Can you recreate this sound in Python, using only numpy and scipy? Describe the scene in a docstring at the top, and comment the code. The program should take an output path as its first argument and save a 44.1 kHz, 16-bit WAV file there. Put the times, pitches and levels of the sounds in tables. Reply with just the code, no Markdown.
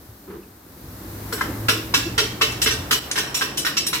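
"""A tyre workshop. Machines rumble, air hisses and an engine slowly gathers speed behind everything.
A dull footfall comes first, then something soft bumps down and metal chinks far off. From 1.3 s a steel
tool clanks on a wheel rim about four times a second: each blow rattles, rings the rim and echoes off
the tiled floor and walls. Hollow booms swell under the first blows; later come three dry snaps of steel,
and the work ends in lighter clink-clank pairs."""
import sys
import numpy as np
from scipy import signal
from scipy.fft import rfft, irfft, next_fast_len
from scipy.io import wavfile

SR = 44100
rng = np.random.default_rng(int(sys.argv[2]) if len(sys.argv) > 2 else 0)


def inscribe(sig):
    """Save sig as 16-bit PCM at rate SR to the path in sys.argv[1].

    A 1-D sig is mono; a 2-D sig holds one channel per row.
    Samples are clipped to [-1, 1] before scaling.
    """
    pcm = np.round(np.clip(np.atleast_2d(sig).T, -1, 1) * 32767)
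    wavfile.write(sys.argv[1], SR, pcm.astype(np.int16))


N = 176400

# Tool blows on the rim: t/s, knock/dB, clank/dB, clash/dB, sizzle/dB, relative ring/dB,
# ring tilt/(dB per octave), rebound delay/s, rebound/dB, decay stretch/ratio
BLOWS = [(1.324, -31, -22.5, -26.5, -26.5, -42, 9, 0.0064, -21, 0.97),
         (1.379, -47, -27, -37, -45, -47, 0, 0.0086, -7, 1.2),
         (1.409, -27.5, -13, -29.5, -36, -38, -6, 0.001, -8.5, 0.82),
         (1.683, -15.5, -11.5, -13.5, -21.5, -17.5, -6, 0.0082, -4.5, 0.84),
         (1.939, -26.5, -11.5, -12, -22, -19, -5, 0.018, -12, 0.92),
         (2.178, -17.5, -14.5, -14, -26, -18.5, -1, 0.011, -4, 0.89),
         (2.411, -22, -15.5, -15.5, -26.5, -22, -11.5, 0.0059, -1, 0.94),
         (2.616, -51, -26, -17, -24.5, -16.5, 7, 0.004, -9, 0.97),
         (2.659, -26, -13.5, -17, -27, -20, -9.5, 0.012, 0, 0.61),
         (2.706, -27, -24, -23, -40, -23.5, 1.5, 0.0066, -3.5, 0.95),
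         (2.909, -21, -13.5, -13.5, -19.5, -17, -1, 0.0162, -1.5, 0.72),
         (3.156, -34, -19, -23, -33, -27, -2.5, .02, 3, 1.15),
         (3.343, -40, -26.5, -22, -27, -20, 2, 0.022, -5.5, 1.02),
         (3.409, -36, -18.5, -22, -31.5, -45, -7, 0.0076, 2, 0.84),
         (3.572, -55, -33, -23, -34, -21, 5.5, 0.005, -4.5, 0.95),
         (3.648, -40, -18.5, -22, -30, -29, -7, 0.016, 2, 0.82),
         (3.768, -55, -20, -16, -41, -15, 0.5, 0.0053, -21, 0.76),
         (3.864, -58, -32, -23.5, -26.5, -21.5, 8.5, 0.0032, -6, 0.69),
         (3.929, -39, -19, -19.5, -28.5, -24.5, -2, 0.014, -1.5, 0.87)]
# The rim's modes: f/Hz
RIM_HZ = [2686, 2979, 3483, 3942, 4454, 5012, 5627, 6270, 6956, 7694, 8428, 9260, 10040, 10933, 11860,
          12810, 13751]
RING_ATTACK_S, ROOM_BUILD_S = 0.0046, 0.0098
PORT_LAG_S = 0.00013  # direct sound reaches the left microphone port first


def undb(db):
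    """Decibels to gain."""
    return 10 ** (np.asarray(db) / 20)


def curve(table, column=1):
    """A column of a timed table at every sample."""
    rows = np.array(table, float)
    return np.interp(np.arange(N) / SR, rows[:, 0], rows[:, column])


def response(points, hz):
    """EQ gain through points of f/Hz, level/dB, falling 20 dB an octave beyond both ends."""
    f, db = np.array(points, float).T
    octave = np.log2(np.maximum(hz, 1))
    beyond = np.abs(octave - np.clip(octave, np.log2(f[0]), np.log2(f[-1])))
    return undb(np.interp(octave, np.log2(f), db) - 20 * beyond)


def noise(eq, likeness, lag=0, resonance=1):
    """Coloured stereo noise of rms 1, wide at likeness 0; the shared part lags on the right."""
    hz = np.arange(N // 2 + 1) * SR / N
    white = rng.standard_normal((3, len(hz))) + 1j * rng.standard_normal((3, len(hz)))
    shared = white[2] * np.exp(-2j * np.pi * hz * np.array([[0], [lag]]))
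    stereo = np.sqrt(likeness) * shared + np.sqrt(1 - likeness) * white[:2]
    x = irfft(stereo * response(eq, hz) * resonance, N)
    return x / x.std()


def walk(rate_hz):
    """Smooth random drift with a spread near 1."""
    steps = rng.standard_normal(4096)
    return np.sqrt(3 / 2) * np.interp(np.arange(N) * rate_hz / SR, np.arange(len(steps)), steps)


def tone(hz, blur_hz):
    """A ringing mode whose strength and phase waver."""
    turn = 2 * np.pi * hz * np.arange(N) / SR
    return np.sin(turn) + (walk(blur_hz) * np.sin(turn) + walk(blur_hz) * np.cos(turn)) / 2


def fade(attack, t60):
    """Envelope of one contact: quick rise, exponential fall."""
    t = np.arange(int((t60 + attack) * SR)) / SR
    return (1 - np.exp(-2 * t / attack)) * np.exp(-np.log(1000) * t / t60)


def strike(start, attack, t60):
    """One contact envelope placed on the timeline."""
    return np.pad(fade(attack, t60), (int(start * SR), N))[:N]


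def background():
    """The bed: machine rumble and roar, a wash of room noise and a smooth hiss of air."""
    # Fader moves: t/s, rumble/dB, roar/dB, wash/dB, hiss/dB
    faders = [(0, -51, -50, -53, -50.5), (.62, -54, -52.5, -54, -53), (.85, -44.5, -44.5, -49, -47),
              (1.1, -41.5, -40, -44, -43.5), (1.36, -41, -38, -40.5, -40.5), (1.5, -31.5, -33, -39.5, -41),
              (1.87, -42, -36, -42, -42), (2.07, -33, -36, -41.5, -45.5), (2.35, -39.5, -37, -40.5, -46),
              (2.8, -35, -37, -37.5, -45), (3.06, -43.5, -40, -39, -43), (3.3, -46, -38, -38, -54),
              (4, -43, -39, -46, -52)]
    # EQ of each layer: f/Hz, level/dB
    rumble_eq = [(22, -30), (36, -25), (50, 3), (75, 1.5), (110, -3), (170, -10), (260, -7), (500, -29)]
    roar_eq = [(90, -14), (160, -4), (230, -5), (320, 0), (400, -7.5), (520, -10.5), (750, -18.5),
               (1500, -30)]
    wash_eq = [(300, -6), (600, 4), (1100, 3.5), (1800, 0), (2600, -7), (4500, -18), (8000, -13.5),
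               (15000, -26)]
    hiss_eq = [(1500, -23), (4000, -0.5), (7000, -4.5), (10000, -4.5), (13300, 3), (15000, 3.5),
               (16000, -7.5)]
    rumble = noise(rumble_eq, likeness=0.99) * undb(curve(faders, 1) + 1.5 * walk(15))
    roar = noise(roar_eq, likeness=0.94) * undb(curve(faders, 2) + walk(18))
    wash = noise(wash_eq, likeness=0.081) * undb(curve(faders, 3))
    hiss = noise(hiss_eq, likeness=0.035) * undb(curve(faders, 4))
    return rumble + roar + wash + hiss


def engine():
    """The low, uneven firing tone of an engine gathering speed."""
    # Firing rate: t/s, f/Hz
    speed = [(0, 97), (.9, 97), (1.5, 106.3), (2.5, 120.1), (4, 139)]
    # Fader of the firing tone: t/s, level/dB
    fader = [(0, -64), (.75, -55), (1.1, -36), (1.35, -40), (1.62, -30), (1.85, -37), (2.7, -40.5),
             (3.2, -46), (4, -49.5)]
    firing_hz = curve(speed) * (1 + 0.0061 * walk(22.2))
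    turn = 2 * np.pi * np.cumsum(firing_hz) / SR
    return np.sqrt(2) * undb(curve(fader) + 1.6 * walk(13)) * np.sin(turn)


def footfall():
    """One dull step: a low, quickly damped thump."""
    thump = np.sin(2 * np.pi * 108.4 * np.arange(N) / SR)
    return undb(-29) * strike(0.088, attack=0.012, t60=0.15) * thump


def bumps():
    """Something soft lands, scuffs and settles."""
    # Landings: t/s, body/dB, t60/s, scuff/dB
    landings = [(.274, -35, 0.26, -44.5), (0.3, -34.5, 0.27, -42), (0.334, -35.5, 0.54, -53)]
    # EQ of the dull body and the scuff: f/Hz, level/dB
    body_eq = [(60, -11), (130, -15), (195, -1.5), (255, -22), (345, 1), (400, 0.5), (540, -23), (900, -53)]
    scuff_eq = [(400, -17), (1000, 5), (1700, -1.5), (2400, -10), (5000, -21)]
    body = sum(undb(db) * strike(start, 0.0031, t60) for start, db, t60, _ in landings)
    scuff = sum(undb(db) * strike(start, 0.017, t60) for start, _, t60, db in landings)
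    return body * noise(body_eq, likeness=0.96) + scuff * noise(scuff_eq, likeness=0.24)


def chink():
    """A faint, distant touch of metal."""
    # One narrow, bright band: f/Hz, level/dB
    eq = [(2100, -14), (2550, 7), (2950, -6), (3400, -18)]
    return undb(-52) * strike(0.427, attack=0.0022, t60=0.11) * noise(eq, likeness=0.71)


def blows(levels_db, attack, t60):
    """Joint envelope of all blows, each with its rebound and its own stretch of the decay."""
    power = np.zeros(N)
    for (start, *_, delay, rebound_db, stretch), db in zip(BLOWS, levels_db):
        hit = (undb(db) * fade(attack, t60 * stretch)) ** 2
        for at, gain in ((start, 1), (start + delay, undb(rebound_db))):
            part = power[int(at * SR):][:len(hit)]
            part += gain ** 2 * hit[:len(part)]
    return np.sqrt(power)


def steel():
    """Resonant EQ of the steel: hollow peaks plus a gentle lift at each rim mode."""
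    # Hollow resonances of tool and wheel: f/Hz, width/Hz, lift/dB
    hollows = [(1010, 100, 4), (1290, 350, 8.5), (1496, 160, 12), (1634, 64, 11), (1836, 100, 8.5),
               (3070, 78, 5.5), (4980, 72, 1)]
    rim_width_hz, rim_lift_db = 280, 2.5
    hz = np.arange(N // 2 + 1) * SR / N
    peaks = hollows + [(centre, rim_width_hz, rim_lift_db) for centre in RIM_HZ]
    lift = sum((undb(db) ** 2 - 1) / (1 + (2 * (hz - centre) / width) ** 2)
               for centre, width, db in peaks)
    return np.sqrt(1 + lift)


def contact_colour(x):
    """Each blow lands elsewhere, so it gets its own random peaks and notches."""
    ripple_db, span_s = 3, 0.0043
    taps = int(span_s * SR)
    edges = [int(row[0] * SR) for row in BLOWS] + [N]
    out = np.zeros((2, 2 * N))
    for start, end in zip(edges, edges[1:]):
        size = next_fast_len(end - start + SR // 10)
        echoes = rng.standard_normal(SR // 10)[:taps] * np.sqrt(2 / taps)
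        gain = undb(ripple_db * rfft(echoes - echoes.mean(), size))
        gain /= np.sqrt(np.mean(np.abs(gain) ** 2))
        out[:, start:start + size] += irfft(rfft(x[:, start:end], size) * gain, size)
    return out[:, :N]


def clanks():
    """Dense, quickly damped steel resonances rattle at each blow; the room answers diffusely."""
    # The rattle's four bands, low to high: f/Hz, level/dB
    knock = [(250, 1.5), (370, -1), (440, 14), (490, -9), (600, -4.5), (800, -36)]
    clank = [(450, -21), (780, -10), (1040, -0.5), (1300, -2.5), (1700, -5), (2100, 0.5), (3000, -35)]
    clash = [(1400, -26), (2100, -4.5), (2350, -1.5), (2750, -0.5), (3300, -1.5), (3900, -1), (4700, -5.5),
             (5500, 0), (6100, -10.5), (7500, -8.5), (10000, -45)]
    sizzle = [(4500, -76), (7200, 0), (8200, 0), (9200, 1), (10300, -0.5), (11200, -0.5), (13000, 3),
              (15800, -3.5)]
    # Envelope per band: attack/s, base t60/s, base room t60/s, room send/dB
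    envelopes = [(0.013, 0.19, 0.44, -9.5), (0.0021, 0.07, 0.51, -12.5), (0.0054, 0.14, 0.58, -7.5),
                 (0.0078, 0.18, 0.5, -8)]
    # Left-right likeness per band: direct/0-1, room/0-1
    likeness = [(1, 0.98), (0.24, 0.18), (0.45, 0.01), (0, 0.13)]
    levels = np.array(BLOWS).T[1:5]
    bands = zip((knock, clank, clash, sizzle), levels, envelopes, likeness)
    out, body = 0, steel()
    for eq, db, (attack, t60, room_t60, send_db), (near, far) in bands:
        direct = noise(eq, near, PORT_LAG_S, body) * blows(db, attack, t60)
        room = noise(eq, far, resonance=body) * blows(db + send_db, ROOM_BUILD_S, room_t60)
        out = out + direct + room
    return contact_colour(out)


def rim_ring():
    """The rim's modes ring on, blurred by reflections; each blow rings with its own brightness."""
    # One row per mode of RIM_HZ: relative level/dB, base t60/s
    modes = [(-9, 0.38), (-8, 0.34), (-9, 0.28), (-3.5, 0.27), (-14, 0.3), (-6.5, 0.31), (-4, 0.35),
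             (-5.5, 0.2), (-10, 0.25), (-12.5, 0.4), (-13, 0.33), (-12, 0.3), (-19, 0.26), (-13.5, 0.33),
             (-19, 0.28), (-19, .27), (-17.5, 0.3)]
    pivot_hz, blur_depth, blur_hz = 5400, 0.9, 74.84
    scatter_db, detune_hz = 2, 15  # each blow lands elsewhere, so its ring differs
    starts, *_, ring_db, tilt = np.array(BLOWS).T[:7]
    blows_so_far = np.searchsorted(starts, np.arange(N) / SR)
    out = np.zeros((2, N))
    for hz, (db, t60) in zip(RIM_HZ, modes):
        scatter = scatter_db * rng.standard_normal(len(BLOWS))
        levels = ring_db + db + tilt * np.log2(hz / pivot_hz) + scatter
        envelope = blows(levels, RING_ATTACK_S, t60)
        detune = detune_hz * rng.standard_normal(len(BLOWS) + 1)
        turn = 2 * np.pi * np.cumsum(hz + detune[blows_so_far]) / SR
        for port, lag in enumerate((0, 2 * np.pi * hz * PORT_LAG_S)):
            reflections = walk(blur_hz) * np.sin(turn) + walk(blur_hz) * np.cos(turn)
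            out[port] += envelope * (np.sin(turn - lag) + blur_depth * reflections)
    return out / 2


def tool_clink():
    """The tool clinks with its own few modes as it is set on the wheel."""
    # The tool's modes: f/Hz, level/dB, t60/s
    modes = [(454, -23, 0.11), (4240, -26, 0.072), (7870, -37, 0.31), (11500, -33, 0.19), (13900, -38, .15)]
    out = 0
    for hz, db, t60 in modes:
        stereo_ring = np.array([tone(hz, blur_hz=111.8) for _ in range(2)])
        out = out + undb(db) * strike(1.326, RING_ATTACK_S, t60) * stereo_ring
    return out


def booms():
    """Low, hollow resonances of the machine and tyre swell and fade between the first blows."""
    # Boom cues: t/s, f/Hz, level/dB
    cues = [(1.495, 275, -26), (1.745, 325, -23), (1.96, 278, -26.5), (2.05, 337, -24), (2.07, 183.6, -29)]
    return sum(undb(db) * strike(start, attack=0.031, t60=0.36) * tone(hz, blur_hz=80.1)
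               for start, hz, db in cues)


def snaps():
    """Short, bright clicks of steel on steel that leave the rim still, with a faint room tail."""
    # Snap cues: t/s, level/dB
    cues = [(2.52, -27.5), (3.1125, -15), (3.185, -18.5)]
    # EQ of the click: f/Hz, level/dB
    eq = [(1200, -6), (2500, -1.5), (4600, -2.5), (5300, 2), (5700, -1), (6200, 6.5), (7000, -4),
          (10500, -4.5), (14500, -30)]
    send_db = -8.5
    direct = sum(undb(db) * strike(start, attack=0.0015, t60=0.049) for start, db in cues)
    room = sum(undb(db + send_db) * strike(start, ROOM_BUILD_S, t60=0.22) for start, db in cues)
    return direct * noise(eq, likeness=1, lag=PORT_LAG_S) + room * noise(eq, likeness=0.13)


def scene():
    """The workshop mix; the level dips briefly after the last heavy blow."""
    wheel_work = clanks() + rim_ring() + tool_clink() + booms() + snaps()
    dip = undb(-8 * strike(2.992, attack=0.0021, t60=0.22))
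    return (wheel_work + footfall() + bumps() + chink() + engine() + background()) * dip


def record(dry):
    """The two microphone ports colour the treble differently; a steep low-pass cuts the top."""
    # Stereo balance: f/Hz, left minus right/dB
    balance = [(100, 0.5), (1300, -1), (2200, 0), (4000, -1), (6000, -4.5), (8000, 1.5), (10200, 8),
               (12000, 8), (15000, 2.5)]
    top_hz = 15900
    hz, db = np.array(balance, float).T
    bin_hz = np.arange(N // 2 + 1) * SR / N
    tilt = np.interp(np.log(bin_hz + 1), np.log(hz), db)
    heard = irfft(rfft(dry) * undb(np.array([tilt, -tilt]) / 2), N)
    return signal.sosfilt(signal.ellip(10, 0.2, 80, top_hz, fs=SR, output="sos"), heard)


dry = scene()
out = record(dry)
inscribe(out)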